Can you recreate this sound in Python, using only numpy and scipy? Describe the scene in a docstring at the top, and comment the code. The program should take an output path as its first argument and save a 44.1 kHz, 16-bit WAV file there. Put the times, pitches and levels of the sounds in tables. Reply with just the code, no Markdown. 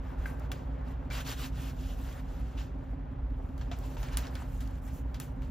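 """A gloved hand stirs potting soil in a plastic bucket outdoors while an engine idles some way off.
From the start, bands of granular noise make clods, crumbs and dust under the brushing glove; wavering
sines and shaped noise make the engine's orders, three exhaust puffs a cycle, rumble and roar.
After a quarter second clods and grit begin to tap the wall, ringing damped modes and spilling soil, and
the wire handle rings once. Two close microphone ports hear it all with a phase twist in the treble."""
import sys
import numpy as np
from scipy import signal
from scipy.fft import rfft, irfft, next_fast_len
from scipy.io import wavfile
from scipy.ndimage import uniform_filter1d, map_coordinates

SR = 44100
rng = np.random.default_rng(int(sys.argv[2]) if len(sys.argv) > 2 else 0)


def elevation(decibels):
    """Turn decibel levels (scalar or array-like) into linear amplitude ratios."""
    levels = np.asarray(decibels, float)
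    return 10 ** (levels / 20)


def dump(signal):
    """Clip the signal to [-1, 1] and save it as 16-bit WAV at the path in sys.argv[1]."""
    limited = np.clip(np.atleast_2d(signal).T, -1, 1)
    pcm = np.round(limited * 32767).astype(np.int16)
    wavfile.write(sys.argv[1], SR, pcm)


N = 242550


def unit(x):
    """Normalization of power: x scaled to rms 1."""
    return x / np.sqrt(np.mean(x ** 2) + 1e-20)


def along(points, hz):
    """Logarithmic frequency scale: (Hz, value) points joined by straight lines on it."""
    f, v = np.transpose(points)
    return np.interp(np.log(hz + 1), np.log(f + 1), v)


def curve(points):
    """Linear interpolation: (s, value) points become one value per sample."""
    return np.interp(np.arange(N) / SR, *np.transpose(points))


def wobble(rate):
    """Band-limited fluctuation: a smooth curve through random knots, rate knots a second."""
    knots = rng.standard_normal(int(N * rate / SR) + 40)
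    return map_coordinates(knots, [np.arange(N) * rate / SR])


def filtered(x, response):
    """Linear filtering: the spectrum of x times a complex response of frequency."""
    m = next_fast_len(N + SR // 2)
    return irfft(rfft(x, m) * response(np.fft.rfftfreq(m, 1 / SR)), m)[..., :N]


def grit(spectrum, spread_db, patchy_db):
    """Granular noise: two draws of dense grains of uneven size, with drifting patches of colour."""
    grain = 16  # samples
    sizes = rng.exponential(size=(2, N // grain + 1))
    sizes = np.minimum(uniform_filter1d(sizes, size=2), 3.2)
    grain_gain = elevation(spread_db * sizes.repeat(grain, axis=1)[:, :N])
    z = signal.stft(grain_gain * rng.standard_normal((2, N)), nperseg=256)[2]
    # smoothed over frequency, then over time
    patches = uniform_filter1d(rng.standard_normal(z.shape[1:]), size=5, axis=0)
    patches = uniform_filter1d(patches, size=6, axis=1)
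    pair = signal.istft(z * elevation(patchy_db * unit(patches)), nperseg=256)[1][:, :N]
    return unit(filtered(pair, lambda hz: elevation(along(spectrum, hz))))


def tone(hz, db):
    """Frequency modulation: a sine whose phase sums its pitch curve, db being its rms level."""
    return np.sqrt(2) * elevation(db) * np.sin(2 * np.pi * np.cumsum(hz) / SR)


def brushing():
    """Frictional excitation: power of crumbs, clods and dust as each brush swells, then settles."""
    # brushes of the glove: start_s, length_s, crumbs_db, clods_over_crumbs_db, dust_over_crumbs_db
    strokes = [(0.0, .14, -71, 12.5, -3), (0.143, 0.17, -66.5, 10.5, -1), (.36, 0.1, -69.5, 10, -3.5),
               (0.679, 0.18, -77, 15, -5), (0.845, 0.077, -66.5, 7, -4), (0.925, .16, -79, 15.5, -3),
               (1.098, 0.11, -46.5, 1, -5.5), (1.24, 0.088, -45, -0.5, -4), (1.354, 0.11, -48, -1, -3),
               (1.514, 0.19, -55, 0.5, -3.5), (1.723, .21, -59, -3, -3), (1.937, 0.11, -62.5, 0.5, 0.5),
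               (2.028, 0.1, -58.5, 1, -2.5), (2.118, 0.084, -63.5, 9, 0), (2.198, 0.21, -66.5, 3, -3),
               (2.35, .215, -68, 4, -5), (2.564, 0.042, -53, -3, -11), (2.708, 0.22, -78, 8, -2.5),
               (3.26, 0.3193, -81, -7, 3), (3.74, .07, -68.5, 0, 2.5), (3.803, 0.071, -61, -5, 0),
               (3.87, 0.082, -64.5, -1, 1.5), (3.967, 0.07, -64, 7, 5), (4.115, 0.031, -52.5, 2.5, -7),
               (4.201, 0.077, -56, 5, -7), (4.29, 0.088, -65, 6.5, 1.5), (4.37, .06, -68.5, 7, 4.5),
               (4.44, 0.162, -69.5, 0, 4.5), (4.615, .17, -70.5, 5.5, 0), (4.806, 0.082, -71, 9, 9),
               (4.895, 0.1, -69, 2, 8.5), (4.87, .04, -65.5, 2, -9), (5.03, .11, -78.5, 12, 0),
               (5.302, 0.1204, -81, 7, -1)]
    touch_s, settle_t60 = 0.0098, 0.13  # s for the glove to meet the soil, s for the soil to settle
    rise_share, rise_db = 0.52, 15  # part of a brush spent gathering speed, and its climb in level
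    t = np.arange(N) / SR
    power = np.zeros((3, N))
    for s, length, db, clods_db, dust_db in strokes:
        climb = np.sin(np.pi / 2 * np.clip((t - s) / (rise_share * length), 0, 1))
        swell = np.clip((t - s) / touch_s, 0, 1) * elevation(rise_db * (climb - 1))
        shape = swell * elevation(-60 * np.maximum(t - s - length, 0) / settle_t60)
        power += (elevation(db + np.array([[0], [clods_db], [dust_db]])) * shape) ** 2
    return power


def spilling():
    """Exponential decay: power of crumbs, clods and dust knocked loose at once, then trickling away."""
    # spills of soil: start_s, crumbs_db, clods_over_crumbs_db, dust_over_crumbs_db, t60_s
    spills = [(0.257, -63, 10, 4.5, 0.45), (.517, -44.5, 2.5, -1, 0.059), (0.529, -59, 5, -5.5, .5),
              (1.102, -53, 6, -19, 0.27), (2.612, -56.5, 0, -7.5, .33), (3.579, -65, 1, -6, 1),
              (3.612, -52, 2.5, -17, 0.088), (3.715, -48, 1, -14, 0.19), (3.968, -55, -10, -10, 0.28),
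              (4.029, -53, 3.5, -4.5, 0.57), (4.174, -46, 4, 0.5, .15), (4.181, -46, -2, -2.5, 0.19),
              (4.354, -58.5, 8, -4, 0.58), (4.605, -56.5, 2.5, 0, 0.3), (5.143, -54.5, 1, -6.5, 0.19),
              (5.2, -51.5, 1.5, 3, 0.26), (5.421, -63, 3, -4, .4)]
    t = np.arange(N) / SR
    power = np.zeros((3, N))
    for s, db, clods_db, dust_db, t60 in spills:
        shape = (t >= s) * elevation(-60 * np.maximum(t - s, 0) / t60)
        power += (elevation(db + np.array([[0], [clods_db], [dust_db]])) * shape) ** 2
    return power


def soil():
    """Incoherent addition: powers add to drive the thud of clods, crunch of crumbs and sift of dust."""
    # faint soil between the strokes: crumbs_db, clods_db, dust_db
    still_db = (-98, -66.5, -86)
    # spectrum of the clods: frequency_hz, relative_level_db
    clod_spectrum = [(100, -120), (200, -34.5), (400, -5), (900, -2.5), (1200, -0.5), (1550, -1.5),
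                     (1900, -4.5), (2400, -9.5), (4000, -34.5), (9000, -120)]
    # spectrum of the crumbs: frequency_hz, relative_level_db
    crumb_spectrum = [(500, -120), (1200, -23), (2100, -8.5), (2700, 3), (3300, 0.5), (4500, -3),
                      (5500, -5.5), (7500, -8.5), (9500, -29), (13000, -26), (18000, -120)]
    # spectrum of the dust: frequency_hz, relative_level_db
    dust_spectrum = [(1500, -120), (3500, -26), (5500, -0.5), (7500, 3), (9500, 2.5), (11500, -1),
                     (12500, -2), (14000, 1), (15400, -5), (16200, -20)]
    still_power = elevation(np.array(still_db))[:, None] ** 2
    crumb_gain, clod_gain, dust_gain = np.sqrt(still_power + brushing() + spilling())
    bunches = wobble(70)  # crumbs break in bunches, and dust follows them
    clods = clod_gain * elevation(0.22 * wobble(40)) * grit(clod_spectrum, spread_db=1.5, patchy_db=-0.3)
    crumbs = crumb_gain * elevation(0.35 * bunches) * grit(crumb_spectrum, spread_db=1.0, patchy_db=1.6)
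    dust = dust_gain * elevation(0.79 * bunches) * grit(dust_spectrum, spread_db=2.0, patchy_db=-2.8)
    return filtered(clods + crumbs + dust, lambda hz: hz < 15800)  # the rustle ends at a band limit


def engine_orders():
    """Harmonics of a periodic cycle: two strong low orders that waver, and weaker tones."""
    # level of the low throb, which swells and sags: time_s, level_db
    throb = [(0.0, -37.5), (0.15, -52), (0.2, -24), (0.24, -37), (0.52, -39.5), (2.6, -38), (3.15, -45.5),
             (3.2, -31), (3.52, -51), (3.55, -34), (4.06, -49), (4.14, -33.5), (4.44, -42), (4.98, -40.5),
             (5.01, -33), (5.39, -44.5), (5.42, -34.5), (5.5, -45)]
    # weaker engine tones: pitch_hz, level_db, waver_hz
    weak_tones = [(51.66, -47.5, 0.095), (71.1, -56, 0.34), (89.3, -53, 1.12), (103, -72.5, 5.6),
                  (122.05, -52.5, 3.17), (150.9, -54, 1.6), (358, -68, 8.3)]
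    eighth_db = curve(throb) - 8.5 + 3.8 * wobble(5.1)
    eleventh_db = curve(throb) - 1 + 0.55 * wobble(10)
    orders = tone(42.9 + 0.4 * wobble(2.67), eighth_db)
    orders += tone(58.7 + 0.654 * wobble(2.368), eleventh_db)
    for hz, db, waver_hz in weak_tones:
        orders += tone(hz + waver_hz * wobble(4.5), db + 2.6 * wobble(3.9))
    return orders


def exhaust():
    """Periodic modulation: one note repeats its pitch and its three puffs in every engine cycle."""
    # exhaust note through one cycle: time_s, pitch_hz, relative_level_db
    note = [(0, 256, -43), (.02, 264, -38), (.035, 265.6, -50.5), (.055, 266, -41), (0.076, 267.4, -45),
            (.1, 266.7, -52), (0.126, 255, -43), (.145, 268, -47.5), (.172, 256.6, -63.5),
            (0.186, 245, -51)]
    cycle_hz, cycle_start_s = 5.336, 0.117
    s, hz, db = np.transpose(note)
    since = (np.arange(N) / SR - cycle_start_s) % (1 / cycle_hz)
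    pitch_hz = np.interp(since, s, hz) + 3.45 * wobble(25)
    return tone(pitch_hz, np.interp(since, s, db) - 4.0 + 0.6 * wobble(22))


def engine():
    """Superposition: orders and exhaust alike at both ports, over broadband rumble and roar."""
    # spectrum of the deep rumble: frequency_hz, relative_level_db
    rumble_spectrum = [(12, -120), (20, -38), (26, -32), (33, -25.5), (40, 9), (65, 5.5), (100, -2.5),
                       (135, -1.5), (170, -9), (230, -10), (275, -9.5), (310, -20), (360, -33), (600, -120)]
    # spectrum of the broad roar: frequency_hz, relative_level_db
    roar_spectrum = [(180, -54), (300, -12), (356, -5), (393, -8.5), (594, -5), (647, -10), (790, -7),
                     (1500, -20), (2140, -28), (3370, -33.5), (9000, -58), (11700, -103), (19800, -120)]
    # slow course of the roar: time_s, level_db
    roar_level = [(0.0, -49.5), (0.53, -49.5), (0.81, -50.5), (1.19, -52.5), (2.02, -52.5), (2.14, -53),
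                  (3.43, -53.5), (3.75, -51.5), (4.18, -49), (4.46, -54), (5.5, -53.5)]
    noise = filtered(rng.standard_normal((2, N)), lambda hz: elevation(along(rumble_spectrum, hz)))
    rumble = elevation(-39.5 + 0.81 * wobble(0.91)) * unit(noise)
    roar = elevation(curve(roar_level)) * grit(roar_spectrum, spread_db=-2.95, patchy_db=1.5)
    return (engine_orders() + exhaust()) * [[1], [0]] + rumble + roar


def taps():
    """Impact and modal response: a crack, wall modes nearest the contact pitch, a scatter of crumbs."""
    # taps on the bucket: time_s, level_db, contact_pitch_hz, relative_ring_db, relative_crack_db
    contacts = [(0.257, -34.5, 1750, -7, -40), (0.3966, -43, 8940, -20, -4), (0.5174, -34.5, 3440, -2, 7),
                (1.109, -34.5, 2396, -7, -39), (1.263, -46, 3306, 7, -36), (2.335, -56, 6990, -13, -10),
                (2.412, -50, 4000, -20, -10), (3.579, -45, 6150, -34, -3), (3.6118, -46, 1300, -22, -16),
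                (3.7145, -32.5, 650, -15, -19), (3.7304, -46, 2900, -6, -14),
                (3.788, -36.5, 10930, -20, -4), (3.9024, -45, 7500, -16, -13),
                (3.9682, -35, 1000, -18, -26), (4.0298, -34, 2460, -22, -15), (4.0844, -39, 2900, -11, -25),
                (4.136, -50, 1485, -20, -18), (4.1718, -19.5, 5280, -37, 6.5),
                (4.2365, -41, 2490, -20, -14), (4.2535, -42, 3003, -20, -14),
                (4.2686, -33.5, 3000, -28, -25), (4.3536, -29.5, 2628, -25.5, -5),
                (4.4199, -38, 848, -17, -15), (4.607, -38.5, 5000, -31, -1), (4.6744, -40, 4530, -26, -16),
                (4.71, -48, 4505, -29, -14), (4.756, -51, 3510, -26, -14), (4.8773, -48.5, 2500, -12, -12),
                (5.144, -36, 2970, -13, -10), (5.2006, -29, 8140, -17, 5), (5.4201, -40.5, 1200, -22, -7)]
    # modes of the bucket wall: frequency_hz, relative_level_db, t60_s
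    wall = [(500, -3, 0.069), (700, 13, 0.074), (928.2, 15, 0.036), (1370.5, 8, 0.028), (1588, 17, 0.024),
            (2064, 7, 0.032), (2315, 1.5, 0.069), (2900, -11, 0.071), (3400, 2.5, 0.015), (4460, -5, 0.036),
            (5670, 2, 0.018), (7500, -20, 0.022)]
    hard_rise_s, softens = 0.00014, 0.44  # rise at a 0 dB crack; a weaker crack means a slower contact
    scatter_t60, shortens = 0.036, 0.42  # s after a 1 kHz contact; power by which pitch shortens it
    mode_scatter_db = 2.5  # each tap rings each mode a little differently
    out, t = np.zeros((2, N + SR)), np.arange(SR // 8) / SR
    mode_hz, mode_db, mode_t60 = np.transpose(wall)[:, :, None]
    crack = elevation(-60 * t / 0.0025) * np.sin(2 * np.pi * 9000 * t)
    crack += 0.5 * elevation(-60 * t / 0.00037) * np.sin(2 * np.pi * 3000 * t)
    for s, db, hz, ring_db, crack_db in contacts:
        rise = hard_rise_s * elevation(-softens * crack_db)
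        onset = 1 - np.exp(-t / max(rise, 1e-4))
        # modes weaken with the square of their distance in octaves from the contact pitch
        reach_db = -45 * np.log2(mode_hz / hz) ** 2
        reach_db = reach_db + mode_scatter_db * rng.standard_normal((len(wall), 1))
        mode_gain = elevation(ring_db + mode_db + reach_db - 60 * t / mode_t60)
        ring = (mode_gain * np.sin(2 * np.pi * mode_hz * t)).sum(0)
        edges = np.clip([hz * 0.5, hz * 2.02], 300, 16000)
        band = signal.butter(2, edges, "bandpass", fs=SR)
        scatter = unit(signal.lfilter(*band, rng.standard_normal((2, len(t)))))
        t60 = np.clip(scatter_t60 * (hz / 1e3) ** -shortens, 0.005, 0.2)
        tail = onset * elevation(-10 - 60 * t / t60) * scatter
        strike = (onset * ring + elevation(crack_db) * crack) * [[1], [0.4]]
        start = round(s * SR)
        out[:, start:start + len(t)] += elevation(db) * (strike + tail)
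    return out[:, :N]


def handle():
    """Free vibration with damping: the wire handle rings once, one thin fading note."""
    # ring of the handle: start_s, pitch_hz, peak_db, t60_s
    wire = (.259, 1556, -52, .65)
    s, hz, db, t60 = wire
    t = np.maximum(np.arange(N) / SR - s, 0)
    fade = elevation(db - 60 * t / t60 + 1.7 * wobble(29.1))
    return fade * np.sin(2 * np.pi * hz * t) * [[1], [0.3]]


def scene():
    """Superposition: row 0 is what both ports share, row 1 what differs between them."""
    return soil() + engine() + taps() + handle()


def top_cut(x):
    """Nothing passes above the cut-off."""
    return signal.sosfilt(signal.butter(12, 16510, fs=SR, output="sos"), x)


def record(dry):
    """Interaural-style coherence: two ports differ in likeness, level and phase by frequency."""
    # likeness of the two ports: frequency_hz, left_right_likeness
    alike = [(60, 1), (170, 0.9), (300, 0.4), (450, 0.45), (750, 0.041), (1200, 0.13), (1600, 0.96),
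             (2200, 0.99), (3500, 0.9), (5700, .8), (7000, 0.68), (8800, 1), (11500, 0.55), (13200, 1)]
    # level difference of the ports: frequency_hz, left_over_right_db
    lean = [(60, -0.9), (300, -2), (700, -0.76), (1400, 1.5), (2400, 0.1), (15000, -0.21)]
    # phase difference of the ports: frequency_hz, left_lead_radians
    twist = [(0, 0), (300, -.4), (500, .3), (2200, .05), (3100, .6), (5200, .55), (5700, -1.2),
             (6200, -1.25), (6750, -.8), (7750, -2.2), (8800, -3.14), (10850, -4.45), (12400, -5.75),
             (13200, -6.2), (14000, -6.283), (16500, -6.283)]

    def share(hz):
        angle = np.arccos(np.clip(along(alike, hz), 0, 1)) / 2
        return np.array([np.cos(angle), np.sin(angle)])

    def opposed(hz):  # each port takes half of the level and phase difference
        half = elevation(along(lean, hz) / 2) * np.exp(0.5j * np.interp(hz, *np.transpose(twist)))
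        return np.array([half, 1 / half])

    mid, side = filtered(dry, share)
    ports = filtered(np.array([mid + side, mid - side]), opposed)
    return top_cut(ports)


dry = scene()
out = record(dry)
dump(out)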